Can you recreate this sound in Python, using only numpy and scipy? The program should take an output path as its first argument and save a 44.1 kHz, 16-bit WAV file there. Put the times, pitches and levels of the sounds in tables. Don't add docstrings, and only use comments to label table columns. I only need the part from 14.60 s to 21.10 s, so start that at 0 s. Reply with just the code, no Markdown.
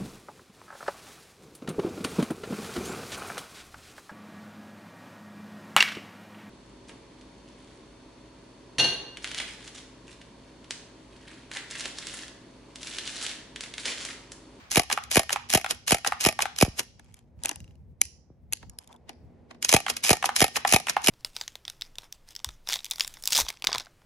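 import sys
import numpy as np
from scipy import signal
from scipy.fft import rfft, irfft, next_fast_len
from scipy.io import wavfile
from scipy.ndimage import uniform_filter1d

SR = 44100
rng = np.random.default_rng(int(sys.argv[2]) if len(sys.argv) > 2 else 0)


def wav_out(sig):
    wavfile.write(sys.argv[1], SR, np.round(np.clip(np.atleast_2d(sig).T, -1, 1) * 32767).astype(np.int16))


N = 286650
TIME_S = np.arange(N) / SR

# pop_s, crack_db, pulse_db, flow_db, catch_lead_s, catch_db, scrape_db, reset_delay_s
SHOTS = [(0.17, -11.5, -4.5, -0.5, .054, -18.5, -30, .157), (0.5689, -10, -5, -3, .054, -19, -28, 0.16),
         (0.9491, -9, -8.5, -6.5, .047, -20.5, -30.5, 0.16), (1.32, -11, -6, -3.5, .041, -20, -26, .1538),
         (1.662, -11, -8, -3.5, .053, -22, -29.5, 0.16), (2.0239, -11, -2.5, -15, .037, -18, -40, 0.17),
         (5.1388, -8.5, -3.5, -2.5, .047, -11.5, -23.5, .161),
         (5.5051, -9, -4, -2.5, 0.065, -20, -23.5, .152), (5.8168, -9.5, -6, -1.5, .0535, -9, -29, .1495),
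         (6.1365, -8, -5, -2.5, .059, -18, -29, 0.16), (6.4839, -10, -7.5, -7.5, .040, -21.5, -32, 0.13)]
# after_pop_s, level_db, rise_s, decay_s, knock_db
RELEASE_BLOWS = [(-.0115, 2, .0011, 0.0013, -14.5), (0, 0.5, 0.0016, 0.0037, -16)]
# after_pop_s, level_db, rise_s, decay_s, knock_db
AFTER_POP_BLOWS = [(.0075, -1, 0.0014, .004, -5.5), (.0258, 1.5, 0.0011, 0.0018, -4.5),
                   (.0318, -12.5, .0006, .0014, -23), (.0493, -18, .0007, .0015, -6),
                   (.064, -14.5, .0007, .0013, -9.5)]
# freq_hz, level_db
CRACK_SPECTRUM = [(100, -13), (500, -2.5), (1000, -16.5), (1600, -7.5), (2400, 1), (4000, -4), (6300, -3),
                  (8500, -4), (10700, -0.5), (13000, -17.5), (16000, -44)]
# freq_hz, level_db, t60_s
RECEIVER_MODES = [(385.5, -38, 0.01), (709, 8.5, 0.042), (810, 4, 0.044), (1195, 2, 0.033)]
# freq_hz, level_db, t60_s
METAL_MODES = [(1842, -17.5, 0.25), (2370, -4.5, 0.021), (2550, -5, 0.058), (2970, 0, 0.017),
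               (3277, -3.5, 0.03), (5540, -1.5, 0.015), (6850, -12, 0.017), (11630, -4.5, 0.016),
               (11230, -7.5, 0.017)]

# time_s, level_db
NUDGES = [(0.4377, -32), (1.9627, -31), (5.027, -18), (5.0479, -12), (5.368, -19.5), (6.4191, -35.5)]
# freq_hz, level_db
SCRAPE_SPECTRUM = [(100, -22), (450, -15.5), (800, -9.5), (1400, -11), (2800, -2), (4000, -3), (6300, 0),
                   (8500, -3), (11000, -4), (13000, -18), (16000, -45.5)]
# freq_hz, level_db
FRAME_SPECTRUM = [(60, -6.5), (220, -6), (420, -1), (800, -1.5), (1500, -5.5), (3000, -14), (8000, -31.5)]

# time_s, knock_db, straggler_delay_s, straggler_db
BOARD_HITS = [(0.3017, -20.5, .013, -22), (0.695, -38, 0.011, -30), (1.046, -19.5, .017, -23.5),
              (1.4486, -21.5, .016, -17), (1.7919, -16, 0.014, -26), (5.2659, -22.5, .018, -27),
              (5.6277, -21.5, .0154, -15), (5.9598, -26.5, .012, -23.5), (6.2709, -32, .015, -38)]
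# time_s, knock_db
FENCE_HITS = [(0.3768, -15.5), (0.7612, -16.5), (1.5229, -16), (1.8565, -19.5), (5.6923, -13.5),
              (6.0513, -8.5), (6.3678, -11)]
# pitch_ratio, level_db, t60_s
PLANK_MODES = [(1, 1, .021), (1.55, -9.5, .012), (2.2, -13, .01)]
# freq_hz, level_db
WOOD_SPECTRUM = [(300, -30.5), (550, -25.5), (750, -2.5), (1150, -0.5), (1700, -7), (3000, -16),
                 (8000, -48)]
# freq_hz, level_db
TICK_SPECTRUM = [(400, -23), (900, -9.5), (1400, -3), (2900, -7), (4500, -18), (8000, -22), (11200, -22.5),
                 (14000, -45)]

# time_s, click_db, ring_hz, ring_db
RELOAD_CLICKS = [(2.3965, -43.5, 1713, -47), (2.5427, -38.5, 2280, -52), (2.8365, -21.5, 3170, -52),
                 (2.849, -26, 2520, -42), (2.8578, -14, 2520, -25), (2.8929, -17.5, 2800, -27),
                 (2.9136, -27, 2880, -36), (3.1553, -58, 2880, -64), (3.4159, -4, 2320, -17),
                 (3.9256, -18, 2606, -27.5), (3.9335, -11, 2680, -28), (4.029, -60, 1700, -46),
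                 (4.0972, -36, 6800, -41), (4.1876, -27, 5050, -32.5), (4.2755, -42.5, 3600, -53),
                 (4.3281, -46, 3530, -47), (4.3633, -54, 3490, -55), (4.4938, -34.5, 2890, -36.5)]
# freq_hz, level_db
CLICK_SPECTRUM = [(300, -23.5), (1000, -56.5), (1600, -9), (2600, -7), (4500, -3), (6500, 3.5), (9000, 5.5),
                  (11000, 2), (13000, -16.5), (16000, -53)]
# freq_hz, level_db
RADIATED_SPECTRUM = [(300, -7), (1700, 1.5), (3000, -2), (4000, -6), (4900, 2), (6200, -6.5),
                     (8400, -6), (12000, -11), (15000, -22)]
# time_s, level_db
STOCK_KNOCKS = [(2.3952, -46), (2.85, -29), (2.8929, -29.5), (2.912, -29.5), (2.96, -47), (3.417, -44),
                (3.928, -40.5), (4.029, -41.5), (4.4938, -33), (4.9104, -37), (4.947, -50)]
# freq_hz, level_db
STOCK_SPECTRUM = [(100, -30), (200, -20.5), (290, 2), (500, -12), (820, 4), (1200, -10.5), (2000, -8),
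                  (5000, -17), (11000, -29), (13500, -52)]
# start_s, level_db, push_s
LOW_THUMPS = [(2.077, -13.5, 0.003), (3.7, -30, .0025)]
# peak_s, level_db, rise_s, decay_s
HAND_RUBS = [(2.47, -65, 0.056, 0.085), (2.58, -63, 0.037, 0.027), (2.87, -44, 0.024, 0.021),
             (3.07, -72, .04, 0.058), (4.221, -62, .02, 0.023), (4.325, -61.5, 0.04, 0.018)]
# freq_hz, level_db
PLASTIC_SPECTRUM = [(200, -9), (550, -1.5), (850, 5.5), (1300, -3), (2400, -1), (4000, -9),
                    (7000, -7.5), (11000, -21), (14000, -48)]
# peak_s, level_db, rise_s, decay_s
SHELL_SLIDES = [(4.032, -50, .003, .006), (4.135, -61, .025, 0.027), (4.203, -56, .004, 0.0073),
                (4.311, -51.5, 0.021, 0.0071), (4.345, -49.5, .006, 0.01)]

# delay_s, level_db
WALL_ECHOES = [(.0215, -31), (.0378, -27)]
# freq_hz, level_db
YARD_SPECTRUM = [(100, -30), (400, -20), (800, 1.5), (2400, 3), (4000, 4.5), (5800, 5.5), (8500, -6.5),
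                 (11000, 6), (15000, -12.5)]
# freq_hz, t60_s
YARD_DECAY = [(150, 0.9), (800, 0.36), (2500, 0.45), (5500, 0.57), (9000, 0.42), (14000, 0.073)]
# freq_hz, left_lead_rad
PORT_PHASE = [(0, 0), (700, -.2), (1600, .1), (2800, 1.6), (3500, .5), (4200, .9), (5200, 5.6), (6000, 6.3),
              (8000, 9), (9200, 8.9), (11900, 12.5), (13700, 12.7), (15200, 15.6)]

# time_s, level_db
GUSTS = [(2.3, -54), (2.7, -53), (3.08, -44.5), (3.6, -57), (4.1, -46), (4.19, -62), (4.53, -56.5),
         (4.65, -45), (4.8, -58.5)]
# freq_hz, level_db
WIND_SPECTRUM = [(20, -13.5), (45, -6.5), (70, 2), (120, -9.5), (200, -16.5), (400, -44.5), (1000, -67)]
# time_s, level_db
FAR_LEVEL = [(2.2, -59), (2.55, -65.5), (2.92, -56.5), (3.3, -64), (4.25, -62.5), (4.5, -54.5)]
# freq_hz, level_db
AIR_SPECTRUM = [(60, 1), (150, 2.5), (250, -2), (450, -2.5), (800, -10.5), (1300, -24), (2200, -25.5),
                (3000, -33), (6000, -39.5), (11000, -49), (13000, -66.5)]
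# freq_hz, level_db, t60_s
HUM_MODES = [(240, 0, .4), (350, -12, .2), (470, -14, .2)]
# freq_hz, level_db
ECHO_SPECTRUM = [(200, -14), (800, 5), (2500, 1), (6000, -8), (12000, -26)]


def shots(crack_db=-1, knock_db=-3, metal_db=-14, rattle_db=-19, rattle_decay_s=.0076,
          pulse_gain_db=14, pulse_delay_s=.001, sway_db=-9):
    blows, body = [], np.zeros((2, N))
    sway = amp(sway_db) * np.array([[1], [-1]])
    for pop_s, shot_db, pulse_db, flow_db, *_ in SHOTS:
        for stage, stage_db in ((RELEASE_BLOWS, shot_db), (AFTER_POP_BLOWS, shot_db + flow_db)):
            for delay_s, blow_db, rise_s, decay_s, receiver_db in stage:
                s, db = pop_s + delay_s, stage_db + blow_db
                blows += [(s, db, rise_s, decay_s), (s, db + rattle_db, rise_s, rattle_decay_s)]
                knock = ring(RECEIVER_MODES, detune=.06) + sway * ring(RECEIVER_MODES, detune=.11)
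                add(body, s - rise_s, amp(db + receiver_db + knock_db) * knock)
        push_s = .0006 * amp(-flow_db / 3)
        add(body, pop_s + pulse_delay_s, amp(pulse_db + pulse_gain_db) * pressure_pulse(push_s))
    crack = colour(bursts(blows) * noise(.75), CRACK_SPECTRUM)
    return amp(crack_db) * crack + amp(metal_db) * resonate(crack, METAL_MODES) + body


def trigger(scrape_lead_s=.0075, scrape_end_s=.015, fade_s=.003, trim_db=-1, chatter_gap_s=.0015,
            chatter_db=-20, chatter_loss_db=1.5, metal_db=-14, frame_db=-32.5):
    sliding, snaps, resets = np.zeros(N), [], []
    for pop_s, _, _, _, lead_s, catch_db, scrape_db, reset_delay_s in SHOTS:
        catch_s, reset_s = pop_s - lead_s, pop_s + reset_delay_s
        t = np.arange(0, max(lead_s + scrape_lead_s - scrape_end_s, .01), 1 / SR)
        pull = np.minimum(np.minimum(t, t[-1] - t) / fade_s, 1)
        add(sliding, catch_s - scrape_lead_s, amp(scrape_db + trim_db) * pull)
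        snaps += [(catch_s - .013, -42.5, .001, .008),
                  (catch_s, catch_db + trim_db, .0009, .0018),
                  (pop_s - .021, -23, .0009, .0018),
                  (reset_s - .003, -29, .009, .011),
                  (reset_s, -15, .0011, .002)]
        for k in range(1, 10):
            s = reset_s + chatter_gap_s * (k + .079 * rng.normal())
            db = chatter_db - chatter_loss_db * k + 1.3 * rng.normal()
            snaps.append((s, db, .0003, .0007))
        resets.append((reset_s, frame_db, .007, .012))
    for s, db in NUDGES:
        snaps += [(s, db + trim_db, .0009, .0018), (s, db - 15, .0035, .011)]
    friction = sliding * grit(grain_samples=70)
    scrape = colour((friction + bursts(snaps)) * noise(.62), SCRAPE_SPECTRUM)
    frame = colour(bursts(resets) * noise(.27), FRAME_SPECTRUM)
    return scrape + amp(metal_db) * resonate(scrape, METAL_MODES) + frame


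def pellets(board_hz=796, fence_hz=795, board_tick_db=-20, straggler_tick_db=-21.5, fence_tick_db=-24,
            bounce_s=.0097, bounce_db=-16.5, knock_db=3, wood_db=-5, rise_s=.0019):
    hits = []
    for s, db, delay_s, straggler_db in BOARD_HITS:
        hits.append((s, db, board_hz, board_tick_db))
        hits.append((s + delay_s, straggler_db, board_hz, straggler_tick_db))
    for s, db in FENCE_HITS:
        hits.append((s, db, fence_hz, fence_tick_db))
        hits.append((s + bounce_s, db + bounce_db, fence_hz, fence_tick_db + bounce_db / 2))
    knocks = np.zeros(N)
    attack = 1 - np.exp(-TIME_S[:SR // 4] / rise_s)
    for s, db, hz, _ in hits:
        modes = [(hz * ratio, mode_db, t60_s) for ratio, mode_db, t60_s in PLANK_MODES]
        add(knocks, s - .003, amp(db + knock_db) * ring(modes, detune=.03) * attack)
    wood = bursts([(s - .002, db + wood_db, .0005, .003) for s, db, _, _ in hits]) * noise(.7)
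    ticks = bursts([(s - .0015, db, .0005, .0026) for s, _, _, db in hits]) * noise(.6)
    return knocks + colour(wood, WOOD_SPECTRUM) + colour(ticks, TICK_SPECTRUM)


def reloading(clicks, jiggle_db=-27, knock_db=-1, rub_db=-13):
    snaps = [(s, db, .0006, .0008) for s, db, *_ in clicks]
    jiggles = [(s, db + jiggle_db, .002, .005) for s, db, *_ in clicks]
    knocks = [(s, db + knock_db, .0015, .004) for s, db in STOCK_KNOCKS]
    rubs = [(s, db + rub_db, .008, .012) for s, db in STOCK_KNOCKS]
    clicking = colour(bursts(snaps + jiggles) * noise(.93), CLICK_SPECTRUM)
    return clicking + colour(bursts(knocks + rubs) * noise(.33), STOCK_SPECTRUM)


def shell_pings(clicks):
    out = np.zeros(N)
    for s, _, hz, db in clicks:
        add(out, s - .0007, amp(db) * ring([(hz, 0, .015), (1.37 * hz, -8, .008)]))
    return out


def gate_taps(start_s=2.959, click_db=-32.5, ring_hz=2820, ring_db=-40.5, loss_db=8.5,
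              gap_s=.045, gap_ratio=.88, count=5):
    gaps_s = gap_s * gap_ratio ** np.arange(count)
    return [(start_s + gaps_s[:k].sum(), click_db - loss_db * k, ring_hz, ring_db - loss_db * k / 2)
            for k in range(count)]


def shell_ticks(above_rub_db=5, scatter_db=3, ring_hz=3200, ring_db=-5, per_rub=3):
    ticks = [(s + rng.uniform(-rise_s, decay_s), db + above_rub_db + scatter_db * rng.normal())
             for s, db, rise_s, decay_s in HAND_RUBS for _ in range(per_rub)]
    return [(s, db, ring_hz, db + ring_db) for s, db in ticks]


def low_thumps(cutoff_hz=600):
    out = np.zeros(N)
    for s, db, push_s in LOW_THUMPS:
        add(out, s, amp(db) * pressure_pulse(push_s))
    return signal.sosfilt(signal.butter(2, cutoff_hz, fs=SR, output="sos"), out)


def hand_rubs():
    return colour(bursts(HAND_RUBS) * grit(grain_samples=130) * noise(.23), PLASTIC_SPECTRUM)


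def magazine_tube(pitch_hz=900, t60_s=.013):
    return resonate(bursts(SHELL_SLIDES) * noise(.38), [(pitch_hz, 0, t60_s)])


def yard(x, tail_db, build_s=.002, wall_cut_hz=400, t60_scale=1, crossfade_hz=4.3, tails=3):
    out = np.zeros((2, N))
    slap = signal.sosfilt(signal.butter(2, wall_cut_hz, "highpass", fs=SR, output="sos"), x)
    for s, db in WALL_ECHOES:
        add(out, s, amp(db) * slap)
    attack = 1 - np.exp(-TIME_S[:SR] / build_s)
    for k in range(tails):
        hz, t, bands = signal.stft(rng.standard_normal((2, SR)), SR, nperseg=256)
        t60_s = t60_scale * lookup(YARD_DECAY, hz)[:, None]
        bands *= amp(lookup(YARD_SPECTRUM, hz)[:, None] - 60 * t / t60_s)
        tail = signal.istft(bands, SR, nperseg=256)[1][:, :SR] * attack
        crossfade = np.sqrt(2 / tails) * np.cos(2 * np.pi * crossfade_hz * TIME_S + np.pi * k / tails)
        out += convolve(x * crossfade, amp(tail_db) * tail / np.linalg.norm(tail[0]))
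    return out


def wind(flutter_db=3):
    flutter = unit_rms(sum(np.sin(2 * np.pi * (hz * TIME_S + rng.random()))
                           for hz in np.geomspace(3, 16, 20)))
    level_db = np.interp(TIME_S, *np.transpose(GUSTS)) + flutter_db * flutter
    return amp(level_db) * colour(noise(.69), WIND_SPECTRUM)


def far_noise(air_db=-2.5, hum_db=-6):
    hum = amp(hum_db) * resonate(noise(1), HUM_MODES)
    air = amp(air_db) * colour(noise(.64), AIR_SPECTRUM)
    return amp(np.interp(TIME_S, *np.transpose(FAR_LEVEL))) * (air + hum)


def dying_echo(start_db=-52, fall_db_per_s=57):
    return amp(start_db - fall_db_per_s * TIME_S) * colour(noise(0), ECHO_SPECTRUM)


def mic_ports(x):
    size = next_fast_len(N + SR // 4)
    turn = np.exp(.5j * lookup(PORT_PHASE, np.fft.rfftfreq(size, 1 / SR)))
    return irfft(rfft(x, size) * np.array([turn, turn.conj()]), size)[:, :N]


def pressure_pulse(push_s, rise_s=.00035):
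    t = TIME_S[:SR // 40]
    return (1 - t / push_s) * np.exp(-t / push_s) * (1 - np.exp(-t / rise_s))


def grit(grain_samples, depth_db=4):
    roughness = unit_rms(uniform_filter1d(rng.standard_normal(N), size=grain_samples))
    return unit_rms(amp(depth_db * roughness))


def bursts(rows, lead_s=.09):
    power = np.zeros(N)
    t = TIME_S[:SR // 3] - lead_s
    for s, db, rise_s, decay_s in rows:
        add(power, s - lead_s, amp(db) ** 2 * np.exp(-2 * abs(t) / np.where(t < 0, rise_s, decay_s)))
    return np.sqrt(power)


def ring(modes, detune=0):
    t = TIME_S[:SR // 4]
    sound = sum(amp(db - 60 * t / t60_s) * np.sin(2 * np.pi * hz * (1 + detune * rng.normal()) * t)
                for hz, db, t60_s in modes)
    return sound * np.sqrt(2 / sum(amp(db) ** 2 for _, db, _ in modes))


def resonate(x, modes):
    response = ring(modes)
    return convolve(x, response / np.linalg.norm(response))


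def colour(x, spectrum, size=4096):
    log_gain = np.log(amp(lookup(spectrum, abs(np.fft.fftfreq(size, 1 / SR)))))
    response = np.fft.ifft(np.exp(signal.hilbert(log_gain).conj())).real[:size // 2]
    return convolve(x, response / np.linalg.norm(response))


def noise(correlation):
    shared, own = rng.standard_normal(N), rng.standard_normal((2, N))
    return np.sqrt(correlation) * shared + np.sqrt(1 - correlation) * own


def convolve(x, response):
    return signal.oaconvolve(np.atleast_2d(x), np.atleast_2d(response), axes=1)[:, :N]


def lookup(table, hz):
    knots_hz, values = np.transpose(table)
    return np.interp(np.log(hz + 1), np.log(knots_hz + 1), values)


def add(mix, start_s, sound):
    part = mix[..., max(round(start_s * SR), 0):][..., :sound.shape[-1]]
    part += sound[..., :part.shape[-1]]


def amp(db):
    return 10 ** (np.asarray(db) / 20)


def unit_rms(x):
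    return x / np.sqrt(np.mean(x ** 2) + 1e-20)


def scene():
    gun = mic_ports(shots() + trigger()) * amp([[-.5], [.5]])
    click_rows = RELOAD_CLICKS + shell_ticks() + gate_taps()
    clicks = mic_ports(reloading(click_rows))
    target = pellets()
    handling = mic_ports(shell_pings(click_rows)) + hand_rubs() + magazine_tube()
    thumps = mic_ports(low_thumps())
    echoes = yard(colour(clicks, RADIATED_SPECTRUM), tail_db=-26.5, build_s=.0095, t60_scale=.78, tails=2)
    echoes += yard(gun, tail_db=-24) + yard(target, tail_db=-11.5)
    return gun + target + clicks + handling + thumps + echoes + wind() + far_noise() + dying_echo()


def record(dry, low_cut_hz=56, lag_turns=1.45, lag_corner_hz=50, ceiling=.95, high_cut_hz=16200):
    size = next_fast_len(N + SR // 4)
    hz = np.fft.rfftfreq(size, 1 / SR)
    highpass = (1j * hz / (1j * hz + low_cut_hz)) ** 2
    bass_lag = np.exp(-2j * np.pi * lag_turns * np.log(hz + lag_corner_hz))
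    heard = irfft(rfft(dry, size) * highpass * bass_lag, size)[:, :N]
    clipped = heard / (1 + (heard / ceiling) ** 4) ** .25
    lowpass = signal.firwin(511, high_cut_hz, window=("kaiser", 9), fs=SR)
    return signal.oaconvolve(clipped, lowpass[None], "same")


dry = scene()
out = record(dry)
wav_out(out)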